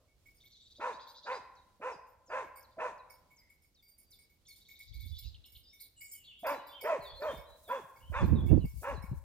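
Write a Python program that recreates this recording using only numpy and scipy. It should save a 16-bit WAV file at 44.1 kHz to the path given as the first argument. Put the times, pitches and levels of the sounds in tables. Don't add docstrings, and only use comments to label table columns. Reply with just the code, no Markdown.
import sys
import numpy as np
from scipy import signal
from scipy.fft import rfft, irfft, next_fast_len
from scipy.io import wavfile
from scipy.ndimage import uniform_filter1d

SR = 44100
rng = np.random.default_rng(int(sys.argv[2]) if len(sys.argv) > 2 else 0)


def nominal_scale(level):
    x = np.asarray(level, float) / 20
    return 10 ** x


def put_to_file(sound):
    columns = np.atleast_2d(sound).T
    safe = np.clip(columns, -1, 1)
    whole_steps = np.round(safe * 32767)
    wavfile.write(sys.argv[1], SR, whole_steps.astype(np.int16))


N = 407474


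def rms_one(x):
    return x / np.sqrt(np.mean(x ** 2) + 1e-20)


def at_hz(points, hz):
    table_hz, value = np.transpose(points)
    return np.interp(np.log(hz + 1), np.log(table_hz + 1), value)


def drift(rate_hz, size=N):
    r = np.exp(-16 * np.pi * rate_hz / SR)
    white = rng.standard_normal(size // 8 + 1502)
    slow = signal.lfilter([1], [1, -2 * r, r * r], white)[1500:]
    return np.interp(np.arange(size) / 8, np.arange(len(slow)), rms_one(slow))


def coloured(spectrum, white):
    size = next_fast_len(N)
    gain = nominal_scale(at_hz(spectrum, np.fft.rfftfreq(size, 1 / SR)))
    return rms_one(irfft(rfft(white, size) * gain, size)[..., :N])


def butter(x, order, hz, kind="low"):
    return signal.sosfilt(signal.butter(order, hz, kind, fs=SR, output="sos"), x)


def add(track, s, sound):
    i = int(s * SR)
    track[..., i:i + sound.shape[-1]] += sound[..., :N - i]


def add_dome(track, start, top, end, db, power):
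    t = start + np.arange(int((end - start) * SR)) / SR
    rise = np.clip((t - start) / (top - start), 0, 1)
    fall = np.clip((end - t) / (end - top), 0, 1)
    add(track, start, nominal_scale(db) * (np.sin(np.pi / 2 * rise) * np.sin(np.pi / 2 * fall)) ** power)


def note(length, hz, db, buzz_hz):
    t = np.arange(int(length * SR)) / SR
    pitch = hz(t) + buzz_hz * drift(380, size=len(t))
    level = nominal_scale(db + 2.3 * drift(40, size=len(t))) * np.sqrt(2) * np.sin(np.pi * t / length) ** 0.26
    return level * np.sin(2 * np.pi * np.cumsum(pitch) / SR)


def throat(x, modes):
    out = 0
    for k, (hz, width_hz, db) in enumerate(modes):
        r = np.exp(-np.pi * width_hz / SR)
        b = (1 - r * r) / 2 * np.array([1, 0, -1])
        a = [1, -2 * r * np.cos(2 * np.pi * hz / SR), r * r]
        ring = signal.lfilter(b, a, signal.lfilter(b, a, x))
        out = out + nominal_scale(db + 2.4 * drift(14, size=len(x))) * (-1) ** k * ring
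    return out / np.sqrt(uniform_filter1d(out ** 2, size=900) + 1e-12)


# (time [s], length [s], chest level [dB], top pitch [Hz], jaw opening re chest [dB])
BARKS = [(0.783, 0.16, -42, 518.5, 4.5), (1.243, 0.15, -43, 526.9, 3.5), (1.797, 0.15, -42, 519.8, 1),
         (2.281, 0.17, -41.5, 540, 2), (2.769, 0.15, -40, 517.2, 1), (6.428, 0.15, -37, 592.5, 0),
         (6.82, .17, -35, 673.6, -2.5), (7.193, .164, -36.5, 636.3, -5.5), (7.67, 0.14, -41, 560, -0.5),
         (8.109, 0.16, -41, 579.3, 3), (8.812, 0.15, -40.5, 567.5, 0)]
BARK_CLEAR_DB = [-1.6, 3.6, -1.2, -1.5, -3.5, 0, -1, -2.3, 0, -9, -3]
# (time [s], length [s], start [Hz], end [Hz], level [dB])
SECOND_VOICE = [(0.824, 0.06, 625, 628, -53.5), (2.301, 0.1, 622.6, 621, -48),
                (2.771, 0.1, 650, 613, -47.5), (6.433, 0.042, 720, 575, -41.5),
                (6.839, 0.062, 400, 527, -44), (7.219, 0.049, 400, 507, -48), (.812, 0.056, 806, 895, -55),
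                (7.7, 0.047, 1010, 987, -37.5), (8.146, 0.024, 1103, 1066, -46),
                (6.47, 0.034, 980, 1053, -37), (8.84, 0.09, 860, 768, -55)]
# (centre [Hz], width [Hz], level [dB])
CHEST = [(558.5, 212, 19), (650, 310, 4)]
# (centre [Hz], width [Hz], level [dB])
MOUTH = [(979, 262, 6.5), (1200, 490, -6.5)]
# (centre [Hz], width [Hz], level [dB])
EDGE = [(1302, 366, 4.5), (1734, 310, -4.5), (1890, 530, -6), (2485, 340, -9.5), (2780, 220, -15.5)]
# (frequency [Hz], level per Hz [dB])
BREATH = [(1710, -28), (2900, -2), (3090, -14.5), (3440, -6), (4480, -11.5), (6620, -8), (10300, -20),
          (15900, -36.5)]
LOUDEST_SHARE = 0.49
EDGE_DB, EDGE_FOLLOWS = -3, 0.82
FOLD_FOLLOWS = -0.41
PITCH_TOP_SHARE, PITCH_SAG, PITCH_POINT, TIGHT_EARLY = .54, .75, 1.4, .03
PLUNGE, PLUNGE_POINT, SLACK_HZ = 8, 5.0, 130
SLACK_DB, SLACK_BEFORE_S, SLACK_AFTER_S = -22, .004, .02
OVERTONE_DB = -18
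FOLD_SCATTER = 0.57


def hound():
    t = np.arange(N) / SR
    fold, slack, chest, mouth, edge = np.zeros((5, N))
    arch = np.full(N, float(SLACK_HZ))
    for (start, length, chest_db, top_hz, mouth_db), clear_db in zip(BARKS, BARK_CLEAR_DB):
        top, end = start + LOUDEST_SHARE * length, start + length
        edge_db = EDGE_DB + EDGE_FOLLOWS * mouth_db
        fold_db = chest_db + clear_db - 0.5 + FOLD_FOLLOWS * mouth_db
        away = np.abs((t - start) / length - PITCH_TOP_SHARE - TIGHT_EARLY * min(mouth_db, 0))
        bend = PITCH_SAG * away ** PITCH_POINT + PLUNGE * away ** PLUNGE_POINT
        arch = np.maximum(arch, top_hz * (1 - bend))
        add_dome(slack, start - SLACK_BEFORE_S, top, end + SLACK_AFTER_S, chest_db + SLACK_DB, power=.4)
        add_dome(fold, start - .004, top + 0.006, end + 0.023, fold_db, power=3.63)
        add_dome(chest, start, top - .01, end, chest_db - 8.5, power=0.78)
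        add_dome(mouth, start + 0.0094, top - .01, end + 0.0068, chest_db + mouth_db, power=1.51)
        add_dome(edge, start + 0.011, top - .03, end + 0.0066, chest_db + edge_db, power=1.42)
    phase = 2 * np.pi * np.cumsum(arch * (1 + 0.01532 * drift(60.2))) / SR
    pulses = sum(np.cos(k * phase) for k in range(1, 8))
    pulses = pulses * nominal_scale(2.95 * drift(92)) * (1 + 0.5 * np.cos(phase / 2))
    air = rng.standard_normal(N) * (2.0 + np.cos(phase))
    half = nominal_scale(-24.0 + 6.0 * drift(30)) * np.sqrt(fold * nominal_scale(-35.0)) * np.where(t > 6, .9, .4)
    partials = np.cos(phase) + nominal_scale(OVERTONE_DB + 4 * drift(25)) * np.cos(2 * phase)
    clear = (fold + slack * nominal_scale(5 * drift(65))) * nominal_scale(4.0 * drift(35)) * partials
    husk = half * np.cos(phase / 2)
    for effort, air_share, modes in [(chest, 3.1, CHEST), (mouth, 2.8, MOUTH), (edge, 2.5, EDGE)]:
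        husk = husk + effort * throat(pulses + air_share * air, modes)
    for s, length, hz0, hz1, db in SECOND_VOICE:
        add(clear, s, note(length, lambda t: hz0 + (hz1 - hz0) * t / length, db, buzz_hz=26.6))
    airflow = signal.lfilter([.001], [1, -.999], mouth + edge + 1e-9) ** 0.69
    breath = nominal_scale(-37.5) * airflow * coloured(BREATH, rng.standard_normal((2, N)))
    scattered = husk + FOLD_SCATTER * clear * drift(60)
    return husk + clear, scattered, breath


def earlier():
    out = np.zeros(N)
    decay_db = -75 - 60 * np.arange(SR) / SR / 0.69
    add(out, 0, nominal_scale(decay_db) * throat(rng.standard_normal(SR), MOUTH + CHEST[:1]))
    return out


# (delay [s], level [dB])
ECHOES = [
    (.155, -26.5),
    (.245, -28.5),
]
LAG_S = 5e-5


def direct_and_slap_backs(voice, scattered):
    t = np.arange(N) / SR
    direct = np.array([voice * nominal_scale(1.4), np.interp(t - 2 * LAG_S, t, voice) * nominal_scale(2.5)])
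    for lag, db in ECHOES:
        add(direct, lag, nominal_scale(db) * signal.lfilter([.3], [1, -.7], scattered))
    return direct


# (frequency [Hz], T60 [s])
ECHO_T60 = [(200, 0.084), (500, 0.95), (1000, 0.94), (3000, 0.61), (12000, 0.34)]


def trunks(x, alike):
    t = np.arange(SR) / SR
    tail = 0
    for low_hz in 125 * 2. ** np.arange(7):
        band = butter(rng.standard_normal((3, SR)), 2, [low_hz, min(2 * low_hz, 16000)], "band")
        decay = nominal_scale(-60 * t / at_hz(ECHO_T60, 1.5 * low_hz))
        tail = tail + (alike * band[0] + band[1:]) * decay
    tail = tail * np.minimum(t / 0.0087, 1)
    return signal.fftconvolve(x[None], tail / np.sqrt(np.sum(tail ** 2) / 2), axes=1)[:, :N]


# (time [s], peak level [dB], lowest mode re peak [dB])
JINGLES = [(.08, -82.5, 6.5), (.259, -59.5, -3.5), (.44, -64, -5.5), (2.4413, -68.5, 6),
           (2.5586, -49.5, -17), (3.1014, -53.5, -11.5), (3.3064, -63, -3), (3.3894, -66, -6),
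           (3.4974, -61, -7), (3.6212, -63.5, -10.5), (3.8262, -61.5, -10), (4.189, -56, -13),
           (4.2994, -65.5, -8), (4.4837, -50, -10), (4.6872, -53.5, -6.5), (4.791, -49.5, -6),
           (4.9392, -57, -7.5), (5.004, -55.5, -4), (5.7319, -57.5, -10), (6.0102, -43.5, -9),
           (6.1165, -41, -17), (6.4672, -36.5, -20.5), (6.8114, -40, -14), (7.0219, -53.5, -8.5),
           (7.3073, -59, -7), (7.3726, -54.5, -5.5), (7.9613, -60.5, -9), (8.4642, -53.5, -9.5),
           (8.6517, -56, -7), (9.0229, -54.5, -7.5)]
# (time [s], peak level [dB])
TINKLES = [(0.347, -64.5), (.69, -74), (1.077, -59.5), (2.0704, -67.5), (3.8837, -59), (3.982, -51.5),
           (4.106, -55.5), (4.56, -55), (5.0519, -56), (5.119, -63), (5.1853, -45), (5.457, -55.5),
           (5.52, -53.5), (5.5693, -59.5), (5.803, -41.5), (6.393, -54), (6.67, -51), (7.2013, -55.5),
           (7.5866, -76), (7.676, -52.5), (8.2557, -53.5), (8.774, -55)]
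TINKLE_LOW_DB = -25
# (frequency [Hz], flutter [Hz], level [dB])
BELL = [(2222, 75, 1.5), (4720, 89, -18.5), (5350, 50, -16.5), (6600, 60, -23), (7430, 200, -22),
        (8795, 50, -15.5), (9330, 120, -15), (11174, 93, -19), (12200, 113, -15), (13650, 90, -26.5),
        (14200, 67, -8.5), (14350, 90, -12.5), (14500, 65, -22), (15200, 110, -25.5)]
# (time [s], length [s], level [dB])
FREE_RINGS = [
    (3.825, 0.14, -72.5),
    (3.99, 0.28, -79.5),
    (6.665, 0.091, -68),
    (6.83, 0.095, -71),
    (7.02, 0.081, -72),
    (8.719, 0.05, -83),
]


def bell():
    out, clack = np.zeros((2, N)), np.zeros(N)
    t = np.arange(int(.25 * SR)) / SR
    shape = np.exp(-t / .06) / (1 + np.exp((t - .078) / .008)) * np.minimum(t / .007, 1)
    strikes = JINGLES + [(s, db, TINKLE_LOW_DB) for s, db in TINKLES]
    chance_db = 4.5 * np.clip(rng.standard_normal((len(strikes), len(BELL))), -3, 1)
    for k, (hz, width_hz, db) in enumerate(BELL):
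        level = np.zeros(N)
        for (s, peak_db, low_db), draw_db in zip(strikes, chance_db[:, k]):
            mode_db = low_db + 1.5 if k == 0 else db - 3.5 + draw_db
            add(level, s - .004, nominal_scale(peak_db + mode_db) * shape)
        phase = 2 * np.pi * hz * np.arange(N) / SR
        for side in out:
            wander = min(hz / 5000, 1.3) * drift(.5 * width_hz)
            side += level * nominal_scale(5.25 * drift(1.0 * width_hz)) * np.sin(phase + wander)
    for s, peak_db, _ in strikes:
        add(clack, s - .004, nominal_scale(peak_db - 26) * shape * np.exp(-t / .04))
    for s, length, db in FREE_RINGS:
        add(out, s, note(length, lambda t: BELL[1][0] + 0 * t, db, buzz_hz=15))
    return out + clack * np.diff(rng.standard_normal((2, N + 1)))


# (time [s], first level [dB], last level [dB])
TRILLS = [
    (.403, -68, -61),
    (4.452, -70.5, -62.5),
]
TRILL_STEPS = [
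    (7, 8),
    (6, 7),
]
TRILL_STEP_S, TRILL_SLOWS_S = .0496, .0046
TRILL_PULSE_HZ, TRILL_PULSE_DEPTH = 130, .4


def trills(out):
    for (start, first_db, last_db), (even, slowing) in zip(TRILLS, TRILL_STEPS):
        steps = TRILL_STEP_S + TRILL_SLOWS_S * np.maximum(np.arange(even + slowing) - even + 1, 0)
        starts = start + np.append(0, np.cumsum(steps))
        for k, (s, step) in enumerate(zip(starts, np.diff(starts, append=starts[-1] + .1))):
            share, length = k / len(starts), .72 * step
            t = np.arange(int(length * SR)) / SR
            pulsing = 1 + TRILL_PULSE_DEPTH * np.sin(2 * np.pi * TRILL_PULSE_HZ * t)
            note_db = first_db + (last_db - first_db) * share
            voices = [(3400, 3750 + 450 * share, 0.5), (3920, 4500 + 650 * share, -6 + 7 * share),
                      (4950, 6200, -11.5), (5730, 7600, -15.5)]
            for low_hz, high_hz, db in voices:
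                add(out, s, pulsing * note(
                    length, lambda t: high_hz + (low_hz - high_hz) * np.exp(-2.5 * t / length),
                    note_db + db, buzz_hz=.035 * high_hz))


# (time [s], end pitch [Hz], length [s], level [dB], fall time [s])
CHIPS = [(0.517, 4030, 0.042, -65, 0.0079), (1.552, 3870, 0.057, -69, 0.0081),
         (1.9, 4854, 0.059, -64, 0.013), (2.257, 4690, 0.076, -67.5, 0.017),
         (2.627, 3880, 0.033, -65, 0.0094), (2.978, 3920, 0.034, -68, 0.0056),
         (3.361, 4720, 0.049, -64.5, 0.014), (3.744, 3670, 0.066, -69, 0.011),
         (4.114, 3590, 0.045, -63.5, 0.0075), (4.466, 4360, 0.077, -61, 0.012),
         (8.204, 4044, 0.06, -66.5, 0.013), (8.57, 4020, 0.064, -70.5, 0.011),
         (8.686, 5350, 0.054, -75, 0.0076), (8.933, 4060, 0.063, -63.5, 0.0081)]


def chips(out):
    for s, end_hz, length, db, fall_s in CHIPS:
        chip = note(length, lambda t: end_hz + 3300 * np.exp(-t / fall_s) - 1500 * t, db, buzz_hz=40.2)
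        add(out, s, chip * np.linspace(.8, .9, len(chip)))


# (time [s], length [s], pitch [Hz], level [dB])
HELD = [(0.619, 0.032, 7370, -71), (5.029, 0.043, 3520, -64), (5.115, 0.1, 3484, -60),
        (5.642, 0.17, 3670, -71.5), (5.962, 0.081, 2904, -70.5), (6.541, 0.067, 3990, -64.5),
        (6.584, 0.039, 2938, -68.5), (6.687, 0.1, 3490, -62), (6.732, 0.074, 3127, -56.5),
        (7.276, 0.053, 3192, -55.5), (7.285, 0.099, 3590, -62), (7.465, 0.11, 3964, -68.5),
        (7.681, 0.11, 3400, -59.5), (8.4, 0.13, 3450, -69.5)]
# (time [s], length [s], start [Hz], end [Hz], level [dB])
SLURS = [(5.163, 0.04, 3510, 4150, -61), (5.234, 0.056, 3450, 4030, -65.5), (3.358, 0.14, 2220, 2070, -77),
         (5.454, 0.04, 2795, 2975, -69), (5.634, 0.066, 5110, 4680, -69.5), (5.67, 0.09, 4730, 5700, -65.5),
         (6.134, 0.13, 3154, 2830, -69), (6.28, 0.078, 3115, 2770, -59.5), (6.718, 0.028, 2700, 3240, -63),
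         (6.773, 0.045, 3170, 2240, -66), (7.063, 0.053, 4440, 4430, -58),
         (7.144, 0.067, 4010, 4290, -56.5), (7.64, 0.067, 4054, 3400, -67.5),
         (8.004, 0.11, 2780, 3090, -67.5), (8.145, 0.086, 3747, 3400, -57.5),
         (8.354, 0.064, 3840, 3420, -61), (8.488, 0.042, 2680, 2764, -61.5),
         (8.604, 0.052, 3104, 2780, -66), (6.263, 0.031, 3925, 3370, -58),
         (7.006, 0.032, 4420, 4030, -59.5), (7.037, 0.069, 4187, 3350, -55.5),
         (7.221, 0.023, 5500, 3330, -58), (7.089, 0.068, 3343, 3480, -57.5)]
# (time [s], length [s], start [Hz], end [Hz], level [dB])
BUZZES = [
    (.37, 0.034, 5690, 4500, -73),
    (5.103, 0.17, 3040, 2820, -83.5),
    (5.218, 0.061, 3100, 2780, -70),
    (5.793, 0.091, 4280, 3920, -64.5),
    (5.967, 0.2, 7820, 7380, -59),
    (6.368, 0.182, 3300, 3463, -64),
    (6.6, 0.12, 3930, 3940, -71),
]
# (time [s], level [dB], middle pitch [Hz])
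CHUCKS = [
    (5.312, -77, 3600),
    (5.342, -58.5, 3520),
    (5.44, -60, 3430),
    (5.549, -59.5, 3565),
    (6.239, -63, 3870),
    (2.714, -77, 4167),
    (4.2, -97, 3610),
]
HELD_BUZZ_HZ, SLUR_BUZZ_HZ, BUZZ_SHARE = 45, 75, 0.05
CHUCK_S, CHUCK_SWING_HZ, CHUCK_TURNS = 0.026, 650, 1.7


def whistles(out):
    for s, db, hz in CHUCKS:
        def swing(t):
            return hz + CHUCK_SWING_HZ * np.cos(2 * np.pi * CHUCK_TURNS * t / CHUCK_S)
        add(out, s, note(CHUCK_S, swing, db, buzz_hz=130))
    calls = [(s, length, hz, hz, db, HELD_BUZZ_HZ) for s, length, hz, db in HELD]
    calls += [(*row, SLUR_BUZZ_HZ) for row in SLURS]
    calls += [(*row, BUZZ_SHARE * row[2]) for row in BUZZES]
    for s, length, hz0, hz1, db, buzz_hz in calls:
        add(out, s, note(length, lambda t: hz1 + (hz0 - hz1) * (1 - t / length) ** 1.844, db, buzz_hz))


def birds():
    out = np.zeros(N)
    trills(out)
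    chips(out)
    whistles(out)
    return out


# (time [s], level [dB], left minus right [dB])
PUFFS = [(4.923, -52.5, 19), (4.99, -44, -28), (5.059, -43.5, -29), (5.139, -46.5, -8), (5.264, -45, -27),
         (5.351, -54.5, 4), (5.43, -74, 25), (5.578, -60, -15), (7.03, -61, 14), (7.15, -56.5, -25),
         (7.3, -58, -5), (7.382, -56.5, -5.5), (7.5, -63, -7), (8.04, -61, -2), (8.13, -42, -1),
         (8.245, -27, -12.5), (8.3, -32, -9), (8.337, -24, -22), (8.39, -37, -2.5), (8.442, -29.5, -12),
         (8.521, -20.5, -17), (8.588, -37, -21), (8.651, -38.5, -1), (8.771, -43, 15.5), (8.93, -44, 7),
         (8.999, -43.5, 11), (9.127, -40.5, 2.5), (9.17, -45.5, 8)]
PUFF_RISE_DB_S, PUFF_FALL_DB_S = 310, 220


def puffs():
    t = np.arange(0, N, 32) / SR
    s, db, pan_db = np.transpose(PUFFS)
    late = t - s[:, None]
    slope_db = np.where(late < 0, PUFF_RISE_DB_S * late, -PUFF_FALL_DB_S * late)
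    power = np.sum(nominal_scale(db[:, None] + slope_db) ** 2, axis=0)
    full = np.arange(N) / SR
    return np.interp(full, t, 10 * np.log10(power + 1e-14)), np.interp(full, s, pan_db)


# (time [s], level [dB], pitch [Hz])
SLAPS = [(5.261, -60.5, 224), (7.046, -56.5, 109), (7.12, -56, 111), (7.385, -46, 151), (7.84, -51, 150),
         (8.1, -43, 160), (8.25, -20.5, 222.6), (8.45, -31, 150), (8.741, -40, 121), (8.78, -42, 120),
         (8.911, -45, 130), (8.233, -20, 229.4), (8.332, -15.5, 197), (8.52, -31, 229.8),
         (8.53, -13.5, 276), (8.579, -13.5, 290), (8.644, -21.5, 115), (8.979, -33.5, 126),
         (9.041, -35, 167.1), (9.116, -25, 128), (9.132, -31.5, 141)]


def slaps():
    out, t = np.zeros(N), np.arange(1500) / SR
    for s, db, hz in SLAPS:
        swell = hz * t / 0.43 * np.exp(-hz * t / 0.45)
        add(out, s - .002, nominal_scale(db) * np.sin(2 * np.pi * hz * t) * swell)
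    return butter(out, 3, 700)


# (frequency [Hz], level per Hz [dB])
WIND = [(12, -72), (20, -14.5), (59, 7), (120, -0.5), (306, -11.5), (431, -23), (619, -30.5), (1010, -48.5),
        (1500, -59), (1950, -56), (3300, -120)]


def wind():
    level_db, pan_db = puffs()
    eddies = butter(coloured(WIND, rng.standard_normal((2, N))), 2, 48, "high")
    dull = rms_one(butter(eddies, 3, 95))
    bright = np.clip((level_db + 47.0) / 13, .08, 1)
    eddies = bright * eddies + (1 - bright) * dull
    eddies = eddies / np.sqrt(uniform_filter1d(eddies ** 2, size=3000) + .02)
    eddies = eddies * nominal_scale(2.5 * np.array([drift(14), drift(14)]))
    pan = nominal_scale(np.clip(pan_db, -16, 16) * np.array([[.5], [-.5]]))
    pan = pan / np.sqrt(np.mean(pan ** 2, axis=0))
    return (nominal_scale(level_db + 5.0) * eddies + 2.0 * slaps()) * pan


# (time [s], level [dB])
RUSTLE = [
    (0, -100),
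    (5.9, -95),
    (6.5, -90.5),
    (7.1, -71),
    (7.751, -67),
    (8.2, -73.5),
    (8.8, -66.5),
    (9.24, -72),
]


def rustle():
    level_db = np.interp(np.arange(N) / SR, *np.transpose(RUSTLE))
    hiss = butter(rng.standard_normal((2, N)), 2, 6500, "high")
    return nominal_scale(level_db + 4.5 * drift(10)) * hiss


# (frequency [Hz], level per Hz [dB])
WOODS = [(13, -53), (22, -1), (70, 5.5), (190, -8), (400, -11.5), (1000, -22), (1600, -24), (2300, -23.5),
         (4500, -21.5), (7000, -25.5), (15900, -29.5)]
# (frequency [Hz], likeness [0-1])
LIKENESS = [(60, 0.81), (180, 0.86), (550, 0.63), (1650, 0.087), (4970, 0.13), (15000, 0.042)]
WOODS_DB = -72


def woods():
    size = next_fast_len(N)
    alike = np.clip(at_hz(LIKENESS, np.fft.rfftfreq(size, 1 / SR)), 0, 1)
    sway = nominal_scale(1.5 * drift(3))
    mid, side = rfft(rng.standard_normal((2, size)))
    pair = np.sqrt(1 + alike) * mid + np.sqrt(1 - alike) * side * np.array([[1], [-1]])
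    pair = irfft(pair, size)[:, :N]
    return nominal_scale(WOODS_DB) * sway * coloured(WOODS, pair) * nominal_scale([[-1.2], [1.2]])


def scene():
    voice, scattered, breath = hound()
    barks = direct_and_slap_backs(voice, scattered) + breath + earlier()
    barks = barks + nominal_scale(-10.0) * trunks(scattered, alike=1.4)
    jingle = bell()
    collar = jingle * nominal_scale([[-1.5], [1.5]]) + nominal_scale(-10.5) * trunks(jingle[0], alike=0.18)
    song = birds()
    singers = np.array([song, np.roll(song, 2)]) + nominal_scale(-6) * trunks(song * drift(90), alike=.3)
    return barks + collar + singers + wind() + rustle() + woods()


def low_pass(x):
    return signal.sosfilt(signal.butter(12, 15830, fs=SR, output="sos"), x)


OVERLOAD = .55


def record(dry):
    return low_pass(OVERLOAD * np.tanh(dry / OVERLOAD))


dry = scene()
out = record(dry)
put_to_file(out)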